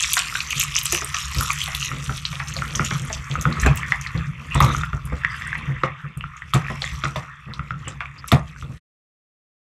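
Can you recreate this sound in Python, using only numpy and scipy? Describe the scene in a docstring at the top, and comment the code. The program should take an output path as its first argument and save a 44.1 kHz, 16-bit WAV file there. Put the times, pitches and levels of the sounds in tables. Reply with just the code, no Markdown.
"""A wet scrape, sharp snaps and a low tremble open the scene: a hand-cranked metal grinder clamped to a wooden
table pushes beaded slime through its plate, close to a microphone. Resonators driven by noise and pushes give
the table's shake and the barrel's scrape; decaying tones give popping air pockets and snapping beads.
Play in the crank knocks, squeezed slime hisses in narrow bands, and the sound fades out before the end."""
import sys
import numpy as np
from scipy import signal
from scipy.fft import rfft, irfft, next_fast_len
from scipy.io import wavfile
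from scipy.ndimage import uniform_filter1d, map_coordinates

SR = 44100
rng = np.random.default_rng(int(sys.argv[2]) if len(sys.argv) > 2 else 0)


def wav_record(signal):
    """Record a signal, one row per channel, as 16-bit PCM in the file named by sys.argv[1]."""
    frames = np.transpose(np.atleast_2d(signal))
    bounded = np.clip(frames, -1, 1)
    # unit amplitude maps onto the largest positive 16-bit level
    quanta = np.round(bounded * 32767).astype(np.int16)
    wavfile.write(sys.argv[1], SR, quanta)


N = 423801

# The screw's steady work. Each row: time in seconds, base levels in dB of barrel scrape, fine crackle
# and table shake.
WORK = [(0.0, -34, -31.5, -39.5), (0.29, -39, -34, -38.5), (1.56, -33, -32, -33), (2.25, -41.5, -42, -34.5),
        (2.85, -37.5, -37, -30), (3.24, -39, -46.5, -48), (3.65, -31.5, -45, -28.5),
        (4.44, -41.5, -55, -39), (4.68, -32, -38, -23.5), (4.97, -44.5, -56, -34.5),
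        (5.42, -32.5, -47, -36), (5.62, -34.5, -57, -31.5), (6.19, -47, -67, -53),
        (6.82, -37.5, -42.5, -33.5), (7.39, -43.5, -62, -47), (7.78, -46.5, -59, -37),
        (8.14, -44, -63, -41), (8.62, -52.5, -56, -41.5)]
# Knocks of the crank's play. Each row: start in seconds, relative levels in dB of dull rattle, table thump
# and barrel clack, pitch of the dull rattle in Hz.
KNOCKS = [(0.168, -31, -40, -5.5, 796), (0.928, -23, -45, -19.5, 378), (1.018, -27.5, -45, -22, 373),
          (1.143, -40, -39, -13.5, 745), (1.677, -29, -53, -17.5, 810), (2.097, -27, -36, -24, 208),
          (2.329, -38, -46, -17.5, 607), (2.4, -32, -46, -11, 860), (2.564, -30, -22, -37, 560),
          (2.748, -54, -17, -39, 225), (2.793, -25.5, -2.5, -37, 502), (2.91, -27, -49, -13, 211),
          (3.1, -25.5, -30, -24, 683), (3.298, -34, -30, -47, 202), (3.58, -35, -7, -20, 214),
          (3.647, -23.5, -16, -15, 199), (3.66, -11, -17, -21, 221), (3.918, -26.5, -38, -29.5, 906),
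          (4.15, -54.5, -39, -17.5, 216), (4.552, -14.5, -21.5, -27, 220), (4.603, -12, 3, -30.5, 876),
          (4.934, -31, -8.5, -35, 202), (5.121, -25.5, -6, -52, 298), (5.834, -16, -11, -12, 362),
          (6.547, -14, -4, -8, 219), (6.699, -25.5, -25, -21, 225), (6.816, -31, -38, -36, 573),
          (7.038, -25, -24, -20, 203), (7.158, -24, -7, -16.5, 642), (7.872, -32.5, -32, -21, 260),
          (8.005, -30, -39, -11.5, 860), (8.323, -8.5, 9, -10.5, 228)]
# Air pockets bursting in the slime. Each row: start in seconds, relative level in dB, starting pitch in Hz.
POPS = [(0.045, -13, 2290), (0.159, -18.5, 3440), (0.173, -15, 1470), (0.325, -18.5, 1300),
        (0.353, -10, 1470), (0.5295, -9, 2420), (0.6289, -9.5, 2450), (0.7584, -8.5, 2600),
        (0.856, -12, 3070), (0.922, -20.5, 1260), (0.9493, -7, 2720), (1.021, -19.5, 1210),
        (1.1448, -11.5, 2550), (1.4093, -11.5, 1320), (1.499, -18.5, 1230), (1.504, -6, 2280),
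        (1.9155, -17.5, 1280), (2.0945, -13.5, 1306), (2.2517, -14, 3140), (2.566, -27.5, 1190),
        (2.6211, -13, 1340), (2.7513, -14, 3150), (2.795, -8, 1315), (3.3545, -12, 1290),
        (3.454, -6.5, 1340), (3.6329, -10, 1770), (3.6614, -9, 1630), (3.832, -14, 2060),
        (3.9212, -0.5, 1980), (4.064, -17, 1880), (4.5438, -15.5, 2790), (4.6049, -5, 1200),
        (4.66, -21.5, 1160), (4.708, -20, 1200), (4.7478, -11, 1290), (4.782, -20, 1300),
        (4.811, -21, 1270), (4.8345, -10.5, 1320), (4.9309, -14, 1300), (5.236, -17, 1730),
        (5.248, -3.5, 1890), (5.3034, -19.5, 1960), (5.3437, -17, 1700), (5.412, -19, 1800),
        (5.421, -18, 1850), (5.466, -21, 1500), (5.5295, -12, 1640), (5.5533, -13.5, 1910),
        (5.8358, -5.5, 1246), (6.209, -17.5, 2750), (6.24, -18.5, 1310), (6.4203, -17, 1870),
        (6.5357, -8, 1240), (6.6658, -19, 2440), (6.6836, -17.5, 1810), (6.7013, -19, 1830),
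        (6.821, -15.5, 3300), (6.8418, -14, 1940), (6.877, -22, 2050), (7.037, -11, 1360),
        (7.053, -9, 1340), (7.1578, -21, 970), (7.5939, -16.5, 1310), (7.7067, -12.5, 1310),
        (7.885, -24, 2980), (8.0065, -19, 2340), (8.057, -21, 2300), (8.2422, -23, 1240),
        (8.317, -6.5, 1200), (8.562, -30.5, 1500), (8.6247, -26, 1290)]
# Beads and thin films snapping. Each row: start in seconds, relative level in dB, pitch in Hz,
# top edge in dB relative to that level.
SNAPS = [(0.0253, -7.5, 6400, -29.5), (0.031, -8, 7400, -21.5), (0.133, -6, 6850, -0.5),
         (0.1546, -15, 8650, -10), (0.1678, -8.5, 6400, -16), (0.1777, -8.5, 4080, -23),
         (0.1908, -6.5, 8000, -18.5), (0.4042, -12, 4320, -43), (0.506, -14, 6500, -9),
         (0.597, -12.5, 11500, -5), (0.6011, -8, 6660, -15), (0.618, -6.5, 7400, -15),
         (0.635, -10, 7150, -6), (0.7525, -10, 5700, -30.5), (0.765, -4, 6020, -34),
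         (0.7886, -14, 7470, -6), (0.832, -16, 12600, -5), (0.854, -12.5, 10200, -9),
         (0.8566, -7.5, 7750, -19), (0.9229, -7.5, 6800, -6), (0.9455, -15.5, 5900, -1.5),
         (0.984, -20, 6200, -19), (1.0457, -14.5, 8500, -7), (1.1453, -11.5, 6050, -35),
         (1.1855, -17, 6940, -24.5), (1.3463, -18.5, 4260, -6), (1.3848, -10.5, 5260, -17),
         (1.4082, -15, 11750, -4), (1.4325, -14.5, 11000, -9), (1.5299, -23, 10500, 4),
         (1.587, -19.5, 6100, -12), (1.638, -20, 3970, -2), (1.749, -10.5, 3540, -8),
         (1.7985, -17, 5970, -16), (2.2533, -9.5, 4050, -39), (2.5388, -20, 6300, -12),
         (2.5662, -14.5, 4350, -23), (2.754, -11, 6100, -17), (2.7576, -11, 6300, -24),
         (2.8482, -13, 6930, -18), (3.051, -29, 10560, -10.5), (3.1287, -12.5, 6130, -42),
         (3.314, -18, 3330, -40), (3.4118, -16.5, 6370, -10), (3.424, -21.5, 6200, -6),
         (3.526, -18.5, 4100, -42), (3.599, -16, 6300, -33), (3.6154, -18, 7530, -6.5),
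         (3.6616, -14.5, 7140, -13), (3.6655, -19, 3960, -14), (3.757, -18.5, 15000, -7.5),
         (3.773, -16.5, 7770, -14), (4.0126, -19.5, 6400, -13), (4.0712, -23, 4260, -42.5),
         (4.176, -25, 4020, -55), (4.547, -18, 7900, -15), (4.6036, -13.5, 3550, -4),
         (4.6245, -10.5, 6100, -18), (4.6445, -19, 3980, -4), (5.054, -29, 9800, -5),
         (5.3644, -34.5, 9600, -10.5), (5.473, -25, 8470, -21.5), (5.5793, -32.5, 9740, -13),
         (5.8352, -21.5, 3600, -41), (6.1737, -33.5, 8630, 0), (6.368, -32, 6650, -28),
         (6.537, -10.5, 3400, -14), (6.5426, -13, 7500, -21), (6.5496, -19, 3720, -9),
         (6.8198, -12, 4120, -42), (6.8416, -28, 3870, -31), (7.038, -16.5, 3470, -44),
         (7.1605, -17.5, 3580, -20), (7.5366, -21.5, 3950, -42), (7.881, -21, 7600, -32),
         (7.884, -26, 6970, -33.5), (8.277, -27, 11200, -8.5), (8.2816, -18.5, 7940, -12),
         (8.318, -7.5, 3560, -10.5), (8.339, -22, 3700, -14.5), ]
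# Resonances of the table, the legs' sway first. Each row: frequency in Hz, width in Hz, gain in dB.
TABLE_MODES = [(68.8, 22, 5.5), (135.2, 16, 11.5), (163.6, 27, 4.5), (216.7, 30, -3.5), (353, 61, -15),
               (480, 64, -14)]


def amp(db):
    """Decibels are logarithmic: 20 dB is a factor of ten in amplitude."""
    return 10 ** (np.asarray(db) / 20)


def unit(x):
    """Normalisation by effective value: x at rms 1."""
    return x / np.sqrt(np.mean(x ** 2) + 1e-20)


def along(points, hz):
    """Logarithmic frequency scale: (Hz, value) points interpolated by pitch interval."""
    f, v = np.transpose(points)
    return np.interp(np.log(hz + 1), np.log(f + 1), v)


def curves(rows):
    """Linear interpolation: one value per sample for each column after the time."""
    s, *cols = np.transpose(rows)
    return [np.interp(np.arange(N) / SR, s, c) for c in cols]


def wobble(rate):
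    """Slow random modulation: a smooth curve through random knots, rate of them a second."""
    knots = rng.standard_normal(int(N * rate / SR) + 4)
    return map_coordinates(knots, [np.arange(N) * rate / SR])


def swells(base_db, times, peaks_db, rise_s, t60_s):
    """Incoherent sounds add as powers: gain of a steady level plus a quick rise and slow fall per event."""
    t, starts = np.arange(SR // 2) / SR, np.zeros(N)
    np.add.at(starts, np.round(np.asarray(times) * SR).astype(int), amp(peaks_db) ** 2)
    shape = ((1 - np.exp(-t / rise_s)) * amp(-60 * t / t60_s)) ** 2
    event_power = np.abs(signal.fftconvolve(starts, shape)[:N])
    return np.sqrt(amp(base_db) ** 2 + event_power)


def filtered(x, response):
    """Linear filtering: the spectrum of x times a complex response of frequency."""
    m = next_fast_len(N + SR // 2)
    return irfft(rfft(x, m) * response(np.fft.rfftfreq(m, 1 / SR)), m)[..., :N]


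def modes(table, size=1):
    """Modal superposition: causal resonances; groups of size move in step and alternate in sign."""
    def response(f):
        total = 0
        for k, (centre, width, db) in enumerate(table):
            damping = 1j * f * width
            total = total + (-1) ** (k // size) * amp(db) * damping / (centre * centre - f * f + damping)
        return total
    return response


def patchy(x, depth_db):
    """Time-varying filtering: x with drifting random patches of gain in time and frequency."""
    z = signal.stft(x, nperseg=256)[2]
    across_pitch = uniform_filter1d(rng.standard_normal(z.shape), size=3, axis=0)
    field = uniform_filter1d(across_pitch, size=24, axis=1)
    return signal.istft(z * amp(depth_db * unit(field)), nperseg=256)[1][:N]


def add(track, s, sound):
    """Superposition: mixes a sound into the track at s seconds."""
    track[round(s * SR):][:len(sound)] += sound


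def barrel(x):
    """Cavity radiation: resonances act twice, the small mouth holds back bass, wet walls soak up treble."""
    # Each row: frequency in Hz, width in Hz, gain in dB of one of the two passes.
    barrel_modes = [(1206, 420, 8), (1840, 550, 1.5), (2760, 100, -5), (3650, 380, -7)]
    resonances = modes(barrel_modes, size=2)

    def response(f):
        mouth = 1j * f / (1500 + 1j * f)
        walls = 1 / (1 + 1j * f / 6000) ** 2
        return resonances(f) ** 2 * mouth ** 3 * walls
    return filtered(x, response)


def bubbles(count, low_hz, span, cycles, spread_db, size):
    """Granular superposition: small bursts, each a few rising cycles at its own pitch; the sum has rms 1."""
    when, pitch, chance = rng.random((count, 3)).T
    hz, t = low_hz * span ** pitch[:, None], np.arange(size) / SR
    gain = amp(-spread_db * np.log(0.0077 + chance))[:, None] * np.sqrt(hz)  # a few stand out
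    age = t * hz / cycles
    grains = gain * np.sin(2 * np.pi * hz * t * (1 + 0.0053 * age)) * age * np.exp(-age)
    place = (when * N).astype(int)[:, None] + np.arange(size)
    return unit(np.bincount(place.ravel(), grains.ravel(), N + size)[:N])


def grinding():
    """Noise shaped by resonance: pockets squelch in the barrel, thin films tick and hiss at the plate."""
    # Spectrum of the crackle. Each row: frequency in Hz, relative gain in dB.
    crackle_gains = [(1470, -18), (2500, 4.5), (3500, -3), (4700, -8), (6050, -0.5), (8100, -6.5),
                     (9720, -13), (11700, -9.5), (13900, -23), (16500, -34)]
    # Thin rings of the metal plate. Each row: frequency in Hz, width in Hz, gain in dB.
    plate_modes = [(3850, 9.8, -2.5), (6420, 110, 5.5), (7600, 46, 2), (11200, 300, -18.5)]
    scrape_db, crackle_db, _ = curves(WORK)

    # Slime keeps moving after a knock, pop or snap; trail levels are relative to its table level.
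    trail_rise_s, squelch_t60_s, fizz_t60_s = 0.00052, 0.15, 0.16
    knock_trail_db, pop_trail_db, snap_trail_db = -9.5, -28.5, -16.5
    bursts = [(s, db + knock_trail_db) for s, db, *_ in KNOCKS]
    bursts += [(s, db + pop_trail_db) for s, db, _ in POPS]
    scraping = swells(scrape_db, *np.transpose(bursts), trail_rise_s, squelch_t60_s)
    s, db, hz, edge_db = np.transpose(SNAPS)
    dull_db = 4 * np.log2(np.minimum(hz / 6000, 1))  # 4 dB lost per octave below 6 kHz
    crackling = swells(crackle_db, s, db + snap_trail_db + dull_db, trail_rise_s, fizz_t60_s)
    # only bright snaps leave a bright trail, 6.5 dB under their top edge
    spitting = swells(crackle_db - 1.5, s, db + edge_db - 6.5, trail_rise_s, fizz_t60_s)

    squelch = bubbles(count=7000, low_hz=853.0, span=5.0, cycles=1.09, spread_db=3.5, size=256)
    squelch = squelch + 2.27 * rng.standard_normal(N)
    scrape = unit(patchy(barrel(squelch), depth_db=3.5))

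    ticks = bubbles(count=6000, low_hz=2810, span=4.36, cycles=0.55, spread_db=3.5, size=96)
    # ticks start 3 dB over the hiss and lose 0.094 dB for each dB that the crackle falls
    ticks_db = 3 + 0.094 * (crackle_db - crackle_db[0])
    fizz = amp(ticks_db) * ticks + rng.standard_normal(N)
    fizz = fizz + amp(-4.5) * filtered(fizz, modes(plate_modes))
    coloured = filtered(fizz, lambda f: amp(along(crackle_gains, f)) * np.minimum(f / 1500, 1) ** 3)
    crackle = unit(patchy(coloured, depth_db=3.2))
    low = filtered(crackle, lambda f: 1 / (1 + (f / 8300) ** 10))
    high = crackle - low
    scrape_part = scraping * amp(0.99 * wobble(17)) * scrape
    return scrape_part + amp(2.8 * wobble(20)) * (crackling * low + spitting * high)


def shake():
    """Forced vibration: uneven load makes the legs sway and the board hum, rung anew by each jolt."""
    # The crank catches and jerks the table. 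Each row: start in seconds, relative levels in dB of
    # board hum and leg sway.
    jolts = [(0.561, -25.5, -30.5), (0.684, -28, -31), (1.362, -16.5, -22), (1.909, -22, -31),
             (2.08, -17.5, -28), (2.298, -26, -42), (2.585, -21.5, -34), (2.794, -11.5, -40),
             (2.921, -13.5, -32), (3.001, -16.5, -40), (3.083, -25.5, -28), (3.157, -20.5, -29),
             (3.302, -16.5, -40), (3.359, -20.5, -24), (3.456, -9, -29), (3.628, -15, -14.5),
             (3.679, -8.5, -22), (4.15, -9, -20), (4.269, -15.5, -31.5), (4.552, -13, -17.5),
             (4.614, -4, -16), (4.771, -17, -28), (4.808, -23, -39), (4.932, -28, -24), (5.048, -23.5, -32),
             (5.12, -22.5, -29), (5.675, -17.5, -28.5), (5.833, -15.5, -38.5), (6.037, -24, -47),
             (6.168, -20, -33.5), (6.233, -30.5, -32.5), (6.438, -27, -50), (6.543, -9, -22),
             (6.693, -19, -31), (6.923, -22.5, -30), (7.043, -16.5, -35), (7.178, -28, -54),
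             (7.467, -23, -34.5), (7.592, -22.5, -32), (7.709, -19, -31), (7.859, -21, -41),
             (8.344, -11.5, -23), (8.627, -22, -29.5), (8.692, -18.5, -47)]
    load_db = curves(WORK)[-1]
    s, hum_db, sway_db = np.transpose(jolts)

    legs, board = modes(TABLE_MODES[:1]), modes(TABLE_MODES[1:3])
    upper = modes(TABLE_MODES[3:] + [(945, 350, -28.5)])
    sway = unit(filtered(rng.standard_normal(N), lambda f: legs(f) / (1 + (f / 130) ** 2)))
    hum = unit(filtered(rng.standard_normal(N), lambda f: board(f) / (1 + (f / 230) ** 4)))
    creak = unit(filtered(rng.standard_normal(N), upper))
    lumps = amp(-18.5 + 5.6 * wobble(7.2))  # upper board modes answer in lumps

    ring_hum_db, ring_sway_db = 44.5, 52  # push gain that rings board and legs at a jolt's level
    pushes = np.zeros((2, N))
    pushes[:, np.round(s * SR).astype(int)] = amp([hum_db + ring_hum_db, sway_db + ring_sway_db])
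    push_s = 0.0047  # a push spans about four time constants of its smoothing
    soft = lambda f: 1 / (1 + 2j * np.pi * f * push_s / 4) ** 2
    board_ring = filtered(pushes[0], lambda f: board(f) * soft(f))
    leg_ring = filtered(pushes[1], lambda f: legs(f) * soft(f))

    # steady shares of the load are -4.5 and -4 dB; the trembling after a jolt is 2 and -4.5 dB re the jolt
    rise_s, t60_s = 0.012, 0.33
    swaying = swells(load_db - 4.5, s, sway_db + 2, rise_s, t60_s)
    humming = swells(load_db - 4, s, hum_db - 4.5, rise_s, t60_s)
    return board_ring + leg_ring + swaying * sway + humming * (hum + lumps * creak)


def snaps():
    """Sudden release of tension: a few milliseconds of ragged ring at one pitch, with a thin treble edge."""
    out, edge, t = np.zeros(N + SR), np.zeros(N + SR), np.arange(SR // 14) / SR
    sizzle_db, sizzle_t60_s = -19, 0.12  # narrow hiss left at the snap's own pitch
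    for s, db, hz, edge_db in SNAPS:
        noise = rng.standard_normal((2, len(t)))
        ragged = unit(uniform_filter1d(uniform_filter1d(noise[0], size=16), size=16))
        flutter = 1 + 0.3 * ragged
        shape = (1 - np.exp(-t / 0.00029)) ** 2 * amp(db - 60 * t / 0.0052)
        sizzle = amp(db + sizzle_db - 60 * t / sizzle_t60_s) * np.minimum(t * 1000, 1) * ragged
        click = amp(db + 5.0) * hz * t * np.exp(-hz * t / 0.69)  # the first cycle or two stand out
        add(out, s, (amp(5.5) * shape * flutter + click + sizzle) * np.sin(2 * np.pi * hz * t))
        edge_shape = amp(db + edge_db + 4.0 - 60 * t / 0.015) * (1 - np.exp(-t / 0.00034))
        add(edge, s, edge_shape * noise[1])
    treble = signal.butter(3, [9000, 13800], "band", fs=SR, output="sos")
    return out[:N] + signal.sosfilt(treble, edge)[:N]


def pops():
    """Damped bubble oscillation: a bursting pocket rings a few rising cycles and nudges the barrel."""
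    out, nudge, t = np.zeros(N + SR), np.zeros(N), np.arange(SR // 16) / SR
    for s, db, hz in POPS:
        age = t * (hz / 1300) ** 1.2 / 0.0014  # small pockets die much sooner
        tone = np.sin(2 * np.pi * hz * t * (1 + 3.0 * t) + rng.uniform(0, 2 * np.pi))
        add(out, s, amp(db + 6.5) * age * np.exp(-age) * tone)
        nudge[round(s * SR)] += amp(db + 15.5)
    return out[:N] + barrel(nudge)


def knocks():
    """Impact excitation: a knock thumps the table, clacks in the barrel and leaves a dull rattle and gulp."""
    thump, clack, rattle = np.zeros(N), np.zeros(N + SR), np.zeros(N + SR)
    t = np.arange(SR // 8) / SR
    gulp_db, gulp_t60_s = 4.5, 0.059  # pitched part of the rattle re its noise
    gulp_sag = 2.7  # per second; in the phase, so the pitch falls at twice this share
    for s, db, thump_db, clack_db, hz in KNOCKS:
        burst = rng.standard_normal((2, len(t)))
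        # parts rebound unevenly: a new random gain every 128 samples
        steps = np.repeat(rng.standard_normal(len(t) // 128 + 1), 128)[:len(t)]
        chatter = amp(1.82 * steps)
        dull = signal.butter(2, [hz / 1.3, max(hz * 1.4, 750)], "band", fs=SR, output="sos")
        add(thump, s + 0.0035, amp(thump_db + 28.5) * np.hanning(60) / 30)  # a soft push through the clamp
        add(clack, s, amp(clack_db + 2.5 - 60 * t / 0.031) * chatter * burst[0])
        gulp = amp(gulp_db - 60 * t / gulp_t60_s) * np.sin(2 * np.pi * hz * t * (1 - gulp_sag * t))
        loose = unit(signal.sosfilt(dull, burst[1])) * amp(-60 * t / 0.11)
        add(rattle, s, amp(db - 4.5) * (gulp + loose) * (1 - np.exp(-t / 0.0024)))
    return filtered(thump, modes(TABLE_MODES)) + barrel(clack[:N]) + rattle[:N]


def room(x):
    """Frequency-dependent reverberation: each band dies at its own speed; the tail is redrawn every third
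    of a second."""
    # Each row: frequency in Hz, time to fall 60 dB in seconds.
    decay_times = [(450, 0.11), (1100, 0.29), (3000, 0.18), (8000, 0.12), (14000, 0.047)]
    out, hop = np.zeros(N + SR), SR // 3
    for start in range(0, N, hop):
        hz, t, z = signal.stft(rng.standard_normal(SR // 4), SR, nperseg=128)
        decay = amp(-60 * t / along(decay_times, hz)[:, None])
        tail = signal.istft(z * decay, SR, nperseg=128)[1]
        answer = signal.fftconvolve(x[start:start + hop], tail / np.linalg.norm(tail))
        add(out, start / SR + .003, answer)
    return out[:N]


def squeezes():
    """Flow noise through a gap: a narrow, sputtering hiss that starts quickly and thins out."""
    # Each row: start in seconds, length in seconds, pitch in Hz, level in dB before shaping.
    gaps = [(4.506, 0.057, 2640, -31), (4.553, 0.069, 3630, -38), (4.612, 0.1, 1176, -26),
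            (4.657, 0.12, 3700, -38), (4.809, 0.014, 3690, -31), (5.291, 0.093, 4900, -47.5),
            (6.69, 0.36, 5300, -54.5), (6.839, .11, 3530, -44), (7.843, 0.057, 2850, -39.5),
            (8.178, .035, 4820, -44), (8.468, 0.026, 3150, -50), (8.606, 0.05, 3430, -49)]
    half_width = 0.061  # half the band, as a share of the pitch
    out = np.zeros(N + SR)
    for s, length, hz, db in gaps:
        noise = rng.standard_normal(SR // 3)
        u = np.arange(SR // 3) / SR / length  # 0 to 1 through the squeeze
        edges = [hz / (1 + half_width), hz * (1 + half_width)]
        gap = signal.butter(2, edges, "band", fs=SR, output="sos")
        shape = np.clip(np.minimum(10 * u, 2 - 2 * u), 0, 1)
        add(out, s, amp(db) * unit(signal.sosfilt(gap, noise)) * shape)
    return out[:N] * unit(amp(3 * wobble(90)))  # uneven sputter


def scene():
    """Superposition of sources: everything at the grinder, with the room answering the sharp sounds."""
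    crisp, wet, heavy = snaps(), pops(), knocks()
    answer = room(amp(-4.0) * heavy + amp(-11.0) * wet + amp(-14.0) * crisp)
    return (grinding() + shake() + crisp + wet + heavy + squeezes() + answer)[None]


def record(dry):
    """Band limiting and soft saturation: deepest bass and top treble drop, peaks flatten, the end fades."""
    # Start and end of the fade to silence, in seconds.
    fade_times = (8.77, 8.8)
    colour = lambda hz: 1 / np.sqrt((1 + (42 / (hz + 1)) ** 6) * (1 + (hz / 14500) ** 12))
    heard, top = filtered(dry, colour), .76
    squeezed = heard / (1 + np.abs(heard / top) ** 6) ** (1 / 6)
    fade = np.interp(np.arange(N) / SR, fade_times, [1, 0])
    top_hz = 16600  # nothing passes above
    return filtered(squeezed * fade ** 2, lambda hz: hz < top_hz) * (fade > 0)


dry = scene()
out = record(dry)
wav_record(out)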